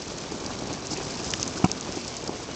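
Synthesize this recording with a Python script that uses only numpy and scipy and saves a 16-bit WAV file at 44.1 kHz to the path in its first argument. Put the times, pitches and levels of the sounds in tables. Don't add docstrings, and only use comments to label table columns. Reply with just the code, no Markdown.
import sys
import numpy as np
from scipy import signal
from scipy.fft import rfft, irfft, next_fast_len
from scipy.io import wavfile
from scipy.ndimage import uniform_filter1d, map_coordinates

SR = 44100
rng = np.random.default_rng(int(sys.argv[2]) if len(sys.argv) > 2 else 0)


def attenuation_scalar(level_db):
    decades = np.asarray(level_db, float) / 20
    return 10 ** decades


def waveform_to_disk(signal):
    frames = np.transpose(np.atleast_2d(signal))
    scaled = np.clip(frames, -1, 1) * 32767
    samples = np.round(scaled).astype(np.int16)
    wavfile.write(sys.argv[1], SR, samples)


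N = 112454
SLIDE_STEADY_DB = -41.5


def unit(x):
    return x / np.sqrt(np.mean(x ** 2) + 1e-20)


def wobble(rate_hz):
    return map_coordinates(rng.standard_normal(400), [np.arange(N) * rate_hz / SR])


def filtered(x, response):
    size = next_fast_len(N + 8192)
    spectrum = rfft(x, size) * response(np.fft.rfftfreq(size, 1 / SR))
    return irfft(spectrum, size)[..., :N]


def coloured(x, points):
    point_hz, point_db = np.transpose(points)
    hz = np.fft.rfftfreq(8192, 1 / SR)
    db = np.interp(np.log(hz + 1), np.log(point_hz + 1), np.maximum(point_db, -90))
    cepstrum = irfft(db * np.log(10) / 20)
    cepstrum[1:4096] *= 2
    cepstrum[4097:] = 0
    impulse = irfft(np.exp(rfft(cepstrum)))
    return unit(signal.fftconvolve(x, impulse)[:N])


def contacts(count, spread_db, patchy_db, smooth_db):
    spectrum = signal.stft(rng.standard_normal(N), nperseg=256)[2]
    patches = uniform_filter1d(rng.standard_normal(spectrum.shape), size=6, axis=0)
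    patches = uniform_filter1d(patches, size=8, axis=1)
    far = signal.istft(spectrum * attenuation_scalar(patchy_db * unit(patches)), nperseg=256)[1][:N]
    when, way, size = rng.random((count, 3)).T
    push = np.sign(way - .5) * attenuation_scalar(-spread_db * np.log(1 - .98 * size))
    near = np.bincount((when * N).astype(int), push, N)
    return unit(near) + attenuation_scalar(smooth_db) * unit(far)


def rings(s, db, hz, cycles, length):
    turns = np.arange(length) / SR * hz[:, None]
    swell = turns / cycles * np.exp(1 - turns / cycles)
    wave = attenuation_scalar(db)[:, None] * np.sin(2 * np.pi * turns) * swell
    at = np.clip((s * SR).astype(int), 0, N)[:, None] + np.arange(length)
    return np.bincount(at.ravel(), wave.ravel(), N + length + 1)[:N]


def tumble(rows, count, spread, fade_db):
    s, db, hz, length_s = np.transpose(rows)[:, :, None]
    jitter, size, pitch = rng.random((len(rows), count, 3)).transpose(2, 0, 1)
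    late = (np.arange(count) + jitter) / count
    tap_db = db - 3 - fade_db * late - 8 * size
    tap_hz = hz * np.exp(spread * (2 * pitch - 1))
    return rings((s + length_s * late).ravel(), tap_db.ravel(), tap_hz.ravel(), cycles=1.7, length=400)


# time in seconds, grinding level in dB, sliding level in dB.
SHOVE_CURVE = [(0.0, -39, -41), (0.13, -39, -42), (0.42, -37, -42), (0.88, -38, -41), (1.11, -37, -39),
               (1.37, -37, -39), (1.47, -36, -39), (1.74, -38, -43), (1.91, -39, -42), (2.13, -39, -41),
               (2.23, -39, -43), (2.55, -38, -43)]
# frequency in Hz, level in dB per Hz.
GRIND_SPECTRUM = [(15, -58), (25, -8), (54, -5), (294, -1.5), (393, -3.5), (497, -6.5), (1160, -12.5),
                  (1900, -22.5), (2470, -55.5), (4180, -120)]
# frequency in Hz, level in dB per Hz.
SLIDE_SPECTRUM = [(880, -29), (1500, -3), (1860, -5), (2280, 0.5), (3490, -1.5), (6150, 0.5), (7470, -6),
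                  (8480, -15.5), (8930, -24.5), (11600, -67.5), (19600, -120)]


def gravel():
    s, low, high = np.transpose(SHOVE_CURVE)
    t = np.arange(N) / SR
    shared = .5 * wobble(15)
    grind = coloured(contacts(count=1500, spread_db=3.5, patchy_db=1.0, smooth_db=2.5), GRIND_SPECTRUM)
    slide = coloured(contacts(count=9000, spread_db=5, patchy_db=2.0, smooth_db=-1), SLIDE_SPECTRUM)
    grind_db = np.interp(t, s, low) + 2 + shared + 1.4 * wobble(30.8)
    slide_db = SLIDE_STEADY_DB + 0.45 * (np.interp(t, s, high) - SLIDE_STEADY_DB)
    slide_db = slide_db + shared + .8 * wobble(45)
    return attenuation_scalar(grind_db) * grind + attenuation_scalar(slide_db) * slide


# start in seconds, peak in dB, ring in Hz.
PEBBLE_SNAPS = [(0.4629, -25, 4270), (0.7362, -18.5, 6170), (0.8692, -17, 6300), (1.0332, -22.5, 6100),
                (1.2438, -17.5, 5500), (1.3144, -15, 6500), (1.3972, -16, 5660), (1.4286, -6, 5800),
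                (1.477, -13.5, 6460), (1.7152, -6.5, 5800), (1.8095, -15, 6430), (1.923, -18, 5660),
                (2.0477, -22, 5660), (2.1677, -20, 6400)]
# delay in seconds, level in dB, pitch as a ratio.
STONE_ANSWERS = [
    (0, 0, 1),
    (.0008, -8, 1.06),
    (.0018, -17, .9),
    (.003, -19, 1.1),
]


def snaps():
    s, db, hz = np.transpose(PEBBLE_SNAPS)
    out = np.zeros(N)
    for late, loss, ratio in STONE_ANSWERS:
        out += rings(s + 0.0008 + late, db - 1 + loss, hz * ratio, cycles=0.96, length=200)
    return out


# start in seconds, peak in dB, ring in Hz, length in seconds.
PEBBLE_RATTLES = [(0.0203, -21, 7010, 0.006), (0.079, -23.5, 6450, 0.0077), (0.183, -21, 5640, 0.0046),
                  (0.3197, -23, 6430, 0.0081), (0.401, -26.5, 5070, 0.006), (0.462, -17.5, 6520, 0.006),
                  (0.587, -21, 5630, 0.011), (0.672, -21.5, 6870, 0.006), (0.7286, -22.5, 5670, 0.0046),
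                  (0.9326, -19.5, 5900, 0.011), (0.973, -22, 5660, 0.0051), (1.1095, -29.5, 6100, 0.006),
                  (1.197, -28.5, 5840, 0.006), (1.303, -15.5, 6250, 0.0081), (1.6435, -15, 6420, 0.01),
                  (1.7755, -27, 5170, 0.006), (1.826, -26.5, 5220, 0.006), (2.014, -25.5, 6170, 0.006),
                  (2.078, -18, 6320, 0.0074), (2.166, -20, 6340, 0.006), (2.24, -24, 6110, 0.0051),
                  (2.2754, -16.5, 5600, 0.006), (2.398, -36, 6390, 0.006), (2.43, -24.5, 6280, 0.012)]


def rattles():
    return tumble(PEBBLE_RATTLES, count=14, spread=0.36, fade_db=12.5)


# start in seconds, peak in dB, ring in Hz, length in seconds.
PEBBLE_SCRAPES = [
    (.906, -21.5, 6000, .038),
    (1.25, -25, 6000, .05),
    (1.352, -32.5, 6000, .025),
    (1.412, -27, 6000, .01),
    (1.455, -41.5, 6500, .02),
    (1.568, -26, 6220, .022),
    (1.955, -29.5, 6000, .025),
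    (2.17, -33, 4970, .018),
]


def scrapes():
    return tumble(PEBBLE_SCRAPES, count=50, spread=0.24, fade_db=4.0)


# start in seconds, peak in dB, ring in Hz, length in seconds.
STONE_CRACKS = [(.9645, -27, 2600, .004), (1.195, -30, 2600, .003), (1.335, -22, 5000, .001),
                (1.3361, -11, 5800, .002), (1.3362, -26, 3900, .0015), (1.3363, -24, 1900, .002),
                (1.3364, -12, 2850, .002), (1.4292, -22, 3000, .0008), (1.57, -25, 1300, .01),
                (1.6415, -17, 1100, .01), (1.644, -25, 2500, .006), (1.6445, -21, 5800, .005),
                (1.697, -28, 2600, .003), (1.986, -32, 2600, .006), (2.118, -32, 2400, .006)]


def cracks():
    return tumble(STONE_CRACKS, count=6, spread=0.13, fade_db=6)


# start in seconds, peak in dB, pitch in Hz.
BURIED_SLIPS = [(0.318, -20, 364), (0.619, -21, 270), (0.914, -23, 252), (0.931, -20, 352),
                (0.981, -22.5, 380), (1.219, -36, 400), (1.597, -20, 328), (1.755, -24, 248),
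                (1.871, -24, 310), (1.97, -19, 330), (2.233, -22.5, 400), (2.291, -15.5, 350),
                (2.397, -26, 331)]


def thuds():
    s, db, hz = np.transpose(BURIED_SLIPS)
    push = rings(s + 0.0019, db - 2.5, hz, cycles=0.54, length=1500)
    edge = rings(s + 0.00283, db - 6.5, 2.3 * hz, cycles=0.54, length=1500)
    return push - edge


# start in seconds, peak in dB.
HULL_CONTACTS = [
    (1.6408, -17),
    (1.6427, -8),
    (1.6568, -18),
]
# frequency in Hz, level in dB, 60 dB decay in seconds.
HULL_MODES = [(181, 4, 0.037), (272, 2, 0.024), (729, -3, 0.037), (990, -7, 0.047), (1237, -7, 0.024),
              (1690, -29, 0.028), (2270, -16, 0.033), (2780, -15, 0.026)]


def knock():
    out = np.zeros(N + SR)
    t = np.arange(SR // 8) / SR
    damping, attack_s = .8, 0.00083
    ring = np.zeros(len(t))
    for hz, level, t60 in HULL_MODES:
        ring += attenuation_scalar(level - 60 * t / (t60 * damping)) * np.sin(2 * np.pi * hz * t)
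    ring *= 1 - np.exp(-t / attack_s)
    for (s, db), way in zip(HULL_CONTACTS, (-1, 1, -1)):
        out[round(s * SR):][:len(t)] += way * attenuation_scalar(db) * ring
    return out[:N]


def crackle(count):
    s, _, high = np.transpose(SHOVE_CURVE)
    when, size, pitch, stretch = rng.random((count, 4)).T
    at = when * N / SR
    faster_db = np.interp(at, s, high) - SLIDE_STEADY_DB
    db = SLIDE_STEADY_DB + 4 + 2 * faster_db - 3 * np.log(1 - .95 * size)
    hz = 6000 * np.exp(.3 * (pitch - .5))
    length_s = .004 * (.3 + 1.4 * stretch)
    return tumble(np.transpose([at, db, hz, length_s]), count=6, spread=0.29, fade_db=3.5)


def pebble_treble(hz):
    return attenuation_scalar(-4 * np.clip(hz - 7060, 0, 4000) / 1000)


def scene():
    taps = snaps() + rattles() + scrapes() + cracks() + crackle(count=500)
    return (gravel() + filtered(taps, pebble_treble) + thuds() + knock())[None]


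def microphone(hz):
    bass_cut_hz, top_hz, top_width_hz = 30.4, 9300, 78
    bass = (1j * hz / (bass_cut_hz + 1j * hz)) ** 2
    sag = attenuation_scalar(-.012 * np.clip(hz - 7500, 0, 3000) ** 2 / 1500)
    return bass * sag / (1 + np.exp(np.clip((hz - top_hz) / top_width_hz, -30, 30)))


def roll_off(x):
    return signal.sosfilt(signal.butter(12, 9080, fs=SR, output="sos"), x)


def record(dry):
    mix = filtered(dry, microphone)
    return roll_off(mix)


dry = scene()
out = record(dry)
waveform_to_disk(out)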